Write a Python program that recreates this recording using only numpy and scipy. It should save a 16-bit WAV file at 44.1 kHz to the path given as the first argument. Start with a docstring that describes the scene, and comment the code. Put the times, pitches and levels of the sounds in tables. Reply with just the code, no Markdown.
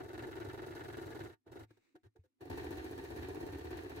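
"""Sewing machine embroidering, close up

Two runs of stitching; the second is slower and heard from another spot. Each stitch is a needle
strike and a chain of linkage knocks ringing the plastic casing and the table, over the whirr of
the drive. In the pause the fabric slides and the machine is handled with a few soft thumps."""
import sys
import numpy as np
from scipy import signal
from scipy.fft import rfft, irfft
from scipy.io import wavfile
from scipy.ndimage import uniform_filter1d

SR = 44100
rng = np.random.default_rng(int(sys.argv[2]) if len(sys.argv) > 2 else 0)


def to_wav(sig):
    """Store sig (one row per channel, or 1-D mono) as 16-bit WAV at the path in sys.argv[1].

    Samples outside -1..1 are clipped; the rate is SR.
    """
    pcm = np.clip(np.atleast_2d(sig), -1, 1) * 32767
    pcm = np.round(pcm).astype(np.int16)
    wavfile.write(sys.argv[1], SR, pcm.T)  # frames by channels


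N = 176400
TIME = np.arange(N) / SR

# The stitches of each run. Each row: start in seconds, then accents in dB for the lows (thump and
# knock together), the rattle and the snap.
FAST_STITCHES = [(-0.009, 0.8, -1.2, -1), (0.033, -1, -7, 0), (0.083, -2, -3, 0), (0.131, -1.2, -1.1, 1.5),
                 (0.177, 1, 2.3, 2.3), (0.223, 3, 2.3, 2.5), (0.268, 1, -4.5, 2.2), (0.312, -3.3, -0.2, 0),
                 (0.354, 0.4, 0.5, 2.3), (0.4, 0.5, 1.5, 1.5), (0.444, 1.1, -3, 2.3),
                 (0.486, -1.5, 2.5, 1.3), (0.531, 0.9, -2.5, 2.3), (0.575, -1.3, 0.8, -0.7),
                 (0.618, 0.6, 0.0, 1), (0.662, 0.5, -3, 3.5), (0.706, -2.6, -1.7, 0.8),
                 (0.75, -0.1, 0.9, 5), (0.794, -1, 1.5, 1.2), (0.836, -0.7, -1.3, 2.5),
                 (0.881, -1.3, -0.5, 2.5), (0.925, -2, 0.5, 2), (0.969, 1, 0.5, 3.7), (1.014, 0, -2.3, 3.5),
                 (1.058, 0.5, -3.5, 3.7), (1.103, -1.1, -1.1, 1.7), (1.147, 1, -2, 2.8),
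                 (1.191, 1.0, 1.4, 2), (1.235, -0.5, -2.5, 2.5), (1.289, -9.5, -9, -5.5),
                 (1.325, -18, -12.5, -9), (1.466, -10.5, -17, -16.2), (1.517, -6, -10.5, -2.5),
                 (1.555, -4, -7, -4.5), (1.593, -4.5, -7.5, -1.5), (1.63, -14.5, -11.5, -7)]
SLOW_STITCHES = [(2.408, -6, -7.6, -7), (2.452, -5, -9, -6.7), (2.498, 3, 2.5, 2.8), (2.573, 3, 5, 3.5),
                 (2.641, 0.5, 1.5, 1.2), (2.705, 1.7, 1.4, 4), (2.77, -0.3, 3, 1.3),
                 (2.841, -1.2, 0.5, 2.8), (2.908, 0.2, -1, 1), (2.976, 0.3, 0.1, 1.5),
                 (3.038, -1.0, -0.2, 2.2), (3.101, 1.5, -0.7, 1.2), (3.16, 1.4, 1.8, 2.7),
                 (3.222, 0.9, 3.5, 1), (3.283, 1.5, -0.7, 2), (3.344, 0.7, -0.8, 0.8),
                 (3.402, 3, -1.3, 2.5), (3.462, 0.5, -0.5, 1), (3.522, 1.5, 1.5, 1.3),
                 (3.582, -2.5, -1, 0.5), (3.643, -0.7, 0, 0), (3.705, 2, 2.8, 1), (3.768, -1, 2, 2),
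                 (3.832, -1.7, -1.2, -0.5), (3.894, -1, 0, 0), (3.959, -0.5, 2, 1.8)]
# Tone of machine and table from the first spot. Each row: frequency in Hz, relative level in dB.
FIRST_SPOT_COLOUR = [(18, -54), (30, -18.5), (61, -10), (108, 1.5), (133, -5.5), (197, -22), (350, 3),
                     (575, -15.5), (747, -14.5), (897, -18.5), (1110, -26), (1680, -18.5), (2180, -29.5),
                     (3590, -36), (3880, -31), (4540, -40.5), (9190, -48.5), (11000, -47.5), (15500, -50)]
# Stereo width from the first spot. Each row: frequency in Hz, side minus mid in dB.
FIRST_SPOT_WIDTH = [(60, -20), (99, -16), (160, -1.5), (270, -8.5), (450, -4), (740, -1), (1220, 3),
                    (2010, -2.5), (3330, 2.5), (5500, 0.5), (9080, -1), (15000, -0.5)]


def amp(db):
    """Decibels to gain."""
    return 10 ** (np.asarray(db) / 20)


def rms(x):
    """Root mean square."""
    return np.sqrt(np.mean(x ** 2) + 1e-24)


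def curve(points, hz):
    """Reads an EQ curve on a log-frequency axis."""
    freqs, db = np.transpose(points)
    return np.interp(np.log(hz + 1), np.log(freqs + 1), db)


def add(mix, start, sound):
    """Mixes a sound in at a start time in seconds, trimming any overhang."""
    at = round(start * SR)
    sound = sound[..., max(-at, 0):]
    part = mix[..., max(at, 0):][..., :sound.shape[-1]]
    part += sound[..., :part.shape[-1]]


def equalise(x, gain_db, size=8192):
    """Minimum-phase EQ following gain_db(hz), so resonances ring after the hit."""
    cepstrum = irfft(gain_db(np.fft.rfftfreq(size, 1 / SR)) * np.log(10) / 20)
    cepstrum[1:size // 2] *= 2
    cepstrum[size // 2 + 1:] = 0
    impulse = irfft(np.exp(rfft(cepstrum)))[:size // 2]
    return signal.oaconvolve(x, impulse)[:N]


def tint(stereo, colour):
    """Puts the same EQ curve on both channels."""
    return np.array([equalise(x, lambda hz: curve(colour, hz)) for x in stereo])


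def join_bands(bands, crossovers_hz=(200, 1100, 4500)):
    """Crosses four signals over into one. From low to high: thump, knock, rattle, snap."""
    hz = np.fft.rfftfreq(N, 1 / SR)
    lowpasses = [1 / (1 + (hz / edge) ** 6) for edge in crossovers_hz]
    passbands = np.diff(lowpasses, axis=0, prepend=0, append=1)
    return irfft((rfft(bands) * passbands).sum(0), N)


def chatter(size, grain_db=1.5):
    """Two channels of noise made of tiny contacts of uneven strength."""
    grain = uniform_filter1d(rng.standard_normal(size), size=24)
    strength = amp(grain_db * grain / rms(grain))
    return rng.standard_normal((2, size)) * strength / rms(strength)


def casing(force, colour, width, spring_db=0):
    """Four-band mid and side forces ring the machine and table; returns left and right."""
    # Narrow rings of casing and metal parts. Each row: frequency in Hz, width in Hz, boost in dB.
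    resonances = [(320, 18, 1.5), (360, 8.4, 0.5), (731.6, 29, 7), (905.5, 43, 7.5), (1172, 32, 6),
                  (1423, 30, 4), (1490, 35, 4), (1682, 55, 4), (1830, 27, 6), (2038, 45, 5), (2310, 49, 6),
                  (2638, 83, 5), (2936, 45, 2.5), (3280, 50, 3), (10200, 54, 3.5)]
    peaks = list(resonances) + [(13711, 35, spring_db)]  # a small metal part that can sing
    # The casing's many small modes ripple the treble.
    grid_hz = np.linspace(0, SR / 2, 320)
    ripple_db = 2.12 * rng.standard_normal((2, len(grid_hz))) * np.minimum(grid_hz / 1700, 1) ** 2

    def body_db(hz):
        return curve(colour, hz) + sum(db / (1 + (2 * (hz - f) / w) ** 2) for f, w, db in peaks)

    mid = equalise(join_bands(force[0]), lambda hz: body_db(hz) + np.interp(hz, grid_hz, ripple_db[0]))
    side = equalise(join_bands(force[1]),
                    lambda hz: body_db(hz) + np.interp(hz, grid_hz, ripple_db[1]) + curve(width, hz))
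    body_gain = rms(amp(body_db(np.fft.rfftfreq(N, 1 / SR))))
    return np.array([mid + side, mid - side]) / body_gain


def impact(signature, rise, decay, alike=0.49):
    """One part strikes: a click and a burst of chatter, partly the same on every stitch."""
    t = TIME[:signature.shape[1]]
    texture = np.sqrt(alike) * signature + np.sqrt(1 - alike) * chatter(len(t))
    burst = texture * np.minimum(t / rise, 1) * np.exp(-np.maximum(t - rise / 2, 0) / decay)
    burst[0, 0] += 1  # first contact, dead centre
    return burst


def mechanism(stitches, impacts, whirr_db, spin_up_s, stops, size=2200):
    """Every stitch fires the same chain of impacts, stretched to its cycle, over the drive's whirr."""
    force = np.zeros((2, 4, N))
    signatures = [chatter(size) for _ in impacts]
    base_rises_s = np.array([0.003] + [0.006] * (len(impacts) - 1))  # the needle is sharpest
    gaps = np.diff([row[0] for row in stitches])
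    usual = np.median(gaps)
    cycles = np.where(gaps > 2 * usual, usual / 2, gaps)  # half a cycle before a halt
    cycles = np.append(cycles, usual / 2 if stops else usual)
    for (start, low_db, rattle_db, snap_db), cycle in zip(stitches, cycles):
        accent = amp([low_db, low_db, rattle_db, snap_db])[:, None]
        rises = base_rises_s * (1 + 0.2 * max(-rattle_db, 0))  # weak strokes rise more slowly
        for (place, scatter, decay, *band_db), signature, rise in zip(impacts, signatures, rises):
            onset = start + place * min(cycle, 0.07) + scatter * rng.standard_normal() - rise / 2
            gains = accent * amp(np.array(band_db) + 0.42 * rng.standard_normal())[:, None]
            add(force, onset, impact(signature, rise, decay)[:, None] * gains)
        whirr = chatter(2 * size)[:, None, :round(cycle * SR)]
        add(force, start, whirr * accent * amp(whirr_db)[:, None])
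    # A brief swell as the drive takes up the load.
    spin_up = amp(-23.5) * chatter(N) * np.exp(-abs(TIME - spin_up_s) / 0.008)
    return force + spin_up[:, None]


def set_level(sound, level_db, start_s, end_s):
    """Sets the RMS level of the mid over a stretch of time."""
    mid = sound.mean(0)[round(start_s * SR):round(end_s * SR)]
    return sound * amp(level_db) / rms(mid)


def fast_run():
    """Quick stitching with a small metal part singing; it halts, then adds a few softer stitches."""
    # Needle, hook, take-up lever, feed dog and return. Each row: place as a share of the cycle,
    # scatter and decay in seconds, then thump, knock, rattle and snap in dB.
    impacts = [(.03, 0.00037, 0.0082, -2.5, -1.5, -5, 1.5), (.24, .0015, 0.0045, -29, -4, 0, 2.5),
               (.39, .0012, 0.0053, -1, 0, 2.5, -10), (0.578, .002, 0.0072, -10.5, -5, -1.5, -6.5),
               (0.802, 0.0033, 0.0021, 3, -5, -19.5, -29.5)]
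    force = mechanism(FAST_STITCHES, impacts, whirr_db=[-12.5, -16, -16, -8.5],
                      spin_up_s=1.474, stops=True)
    sound = casing(force, FIRST_SPOT_COLOUR, FIRST_SPOT_WIDTH, spring_db=9)
    return set_level(sound, -48.5, start_s=0, end_s=1.68)


def needle_ticks(stitches, gain_db, peak_s=0.0035):
    """The steel needle gives a thin, bright tick at each stroke."""
    # Tone of the tick. Each row: frequency in Hz, gain in dB.
    tick_colour = [(100, -54), (7000, -44.5), (9500, -15), (11000, 3.5), (13000, -4), (15000, 3),
                   (16000, -7)]
    ticks = np.zeros((2, N))
    age = TIME[:1500] / peak_s
    envelope = age * np.exp(1 - age)
    for start, _, _, snap_db in stitches:
        add(ticks, start, amp(gain_db + snap_db) * chatter(len(age)) * envelope)
    return tint(ticks, tick_colour)


def room_tail(dry, t60_s=0.15, top_hz=1500):
    """The room answers with a short, dull tail."""
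    fade = amp(-60 * TIME[:SR // 2] / t60_s)
    dull_noise = signal.lfilter(*signal.butter(1, top_hz, fs=SR), rng.standard_normal((2, len(fade))))
    tail = dull_noise * fade / np.linalg.norm(fade)
    return amp(-23) * signal.fftconvolve(dry, tail, axes=1)[:, :N]


def room_tone(hum_hz=103):
    """A very quiet room with a trace of mains hum."""
    # Tone of the room's air. Each row: frequency in Hz, relative level in dB.
    air_colour = [(18, -34), (30, 4.5), (55, -21.5), (111, -10), (156, -20), (263, 9), (369, -3),
                  (518, -17), (15500, -34.5)]
    air = tint(rng.standard_normal((2, N)), air_colour)
    return amp(-90.5) * air / rms(air) + amp(-103) * np.sin(2 * np.pi * hum_hz * TIME)


def handling(bump_rise_s=0.0037, bump_decay_s=0.0076, ring_rise_s=0.0091):
    """Soft bumps and scrapes on the machine, some with a hollow ring."""
    # Bumps on the casing. Each row: start and hold in seconds, then thump, knock, rattle, snap in dB.
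    bumps = [(1.704, 0.0079, -17, -17.5, -15, -7), (1.769, 0.0074, -25, -21.5, -21.5, -12),
             (1.951, 0.012, -17.5, -10.5, -11, -8), (2.031, 0.04, -12, -23.5, -19.5, -14),
             (2.157, 0.0098, -25, -16, -22.5, -12.5), (2.235, 0.026, -31, -32, -30, -18.5)]
    # Hollow rings. Each row: start in seconds, pitch in Hz, gain in dB, decay in seconds.
    hollow_rings = [(1.636, 108.8, -62.5, 0.061), (1.706, 311, -58, 0.017), (1.944, 317, -50.5, 0.018),
                    (2.152, 439, -59.5, 0.02), (2.189, 88.8, -49, 0.017), (2.238, 510, -64, 0.014)]
    force, hollow, t = np.zeros((2, 4, N)), np.zeros(N), TIME[:8000]
    for start, hold, *band_db in bumps:
        envelope = np.minimum(t / bump_rise_s, 1) * np.exp(-np.maximum(t - hold, 0) / bump_decay_s)
        add(force, start, (chatter(len(t)) * envelope)[:, None] * amp(band_db)[:, None])
    for start, hz, db, decay in hollow_rings:
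        envelope = np.minimum(t / ring_rise_s, 1) * np.exp(-t / decay)
        add(hollow, start, amp(db) * envelope * np.sin(2 * np.pi * hz * t))
    return amp(-46) * casing(force, FIRST_SPOT_COLOUR, FIRST_SPOT_WIDTH) + hollow


def fabric_slide():
    """Cloth slides faintly over the machine bed."""
    # Swell and fade of the slide. Each row: time in seconds, level in dB.
    slide_level = [(1.64, -110), (1.70, -77), (1.8, -82.5), (1.86, -78), (1.93, -84.5), (2.0, -93),
                   (2.1, -105), (2.2, -88), (2.3, -105)]
    # Tone of the rubbing cloth. Each row: frequency in Hz, relative level in dB.
    cloth_colour = [(60, -11), (190, -1), (330, 11.5), (650, -8), (1800, -4.5), (2200, 0.5), (2480, -1.5),
                    (2800, -6), (3200, -16), (3700, -6.5), (5000, -14), (6500, -14), (8300, -14),
                    (9800, -26), (16000, -20.5)]
    rub = tint(chatter(N), cloth_colour)
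    return rub / rms(rub) * amp(np.interp(TIME, *np.transpose(slide_level)))


def slow_run():
    """Slower stitching knocks the casing and table, heard from a second spot and running to the end."""
    # Needle, hook, take-up lever, feed dog and return. Each row: place as a share of the cycle,
    # scatter and decay in seconds, then thump, knock, rattle and snap in dB.
    impacts = [(.03, .0004, 0.0092, 2, 1, -5.5, -1), (.17, 0.00147, 0.0066, -2, -0.5, 1, -4),
               (.38, .003, 0.01, 0, 1, 1.5, -11), (.6, .003, .007, -6, -2.5, -10.5, -12),
               (0.819, .002, 0.012, -29, -7.5, -8.5, -13.5)]
    # Tone of machine and table from here. Each row: frequency in Hz, relative level in dB.
    colour = [(18, -71.5), (30, -31), (62, -9.5), (81, -3.5), (123, -9), (202, -23), (284, -2), (359, 1),
              (443, -4.5), (561, -20), (747, -17), (1260, -29.5), (1720, -21.5), (2070, -29.5),
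              (3230, -34.5), (4310, -32.5), (5170, -37.5), (9190, -42.5), (15500, -43)]
    # Stereo width from here. Each row: frequency in Hz, side minus mid in dB.
    width = [(60, -8), (99, -15.5), (160, -10), (270, -10), (450, -6.5), (740, 5), (1220, 0), (2010, 3),
             (3330, 1), (5500, -0.5), (9080, 0.5), (15000, -1)]
    force = mechanism(SLOW_STITCHES, impacts, whirr_db=[-4.5, -12.5, -9.5, -10],
                      spin_up_s=2.413, stops=False)
    return set_level(casing(force, colour, width), -46, start_s=2.4, end_s=4.0)


def scene():
    """Two runs of stitching in a quiet room, with handling and sliding cloth between them."""
    machine = fast_run() + slow_run() + handling()
    ticks = needle_ticks(FAST_STITCHES, gain_db=-68.5) + needle_ticks(SLOW_STITCHES, gain_db=-61)
    return machine + ticks + room_tail(machine) + fabric_slide() + room_tone()


def record(dry):
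    """A steep low-pass at 15.83 kHz trims the very top."""
    lowpass = signal.firwin(511, 15830, window=("kaiser", 9), fs=SR)
    return signal.oaconvolve(dry, lowpass[None], "same")


dry = scene()
out = record(dry)
to_wav(out)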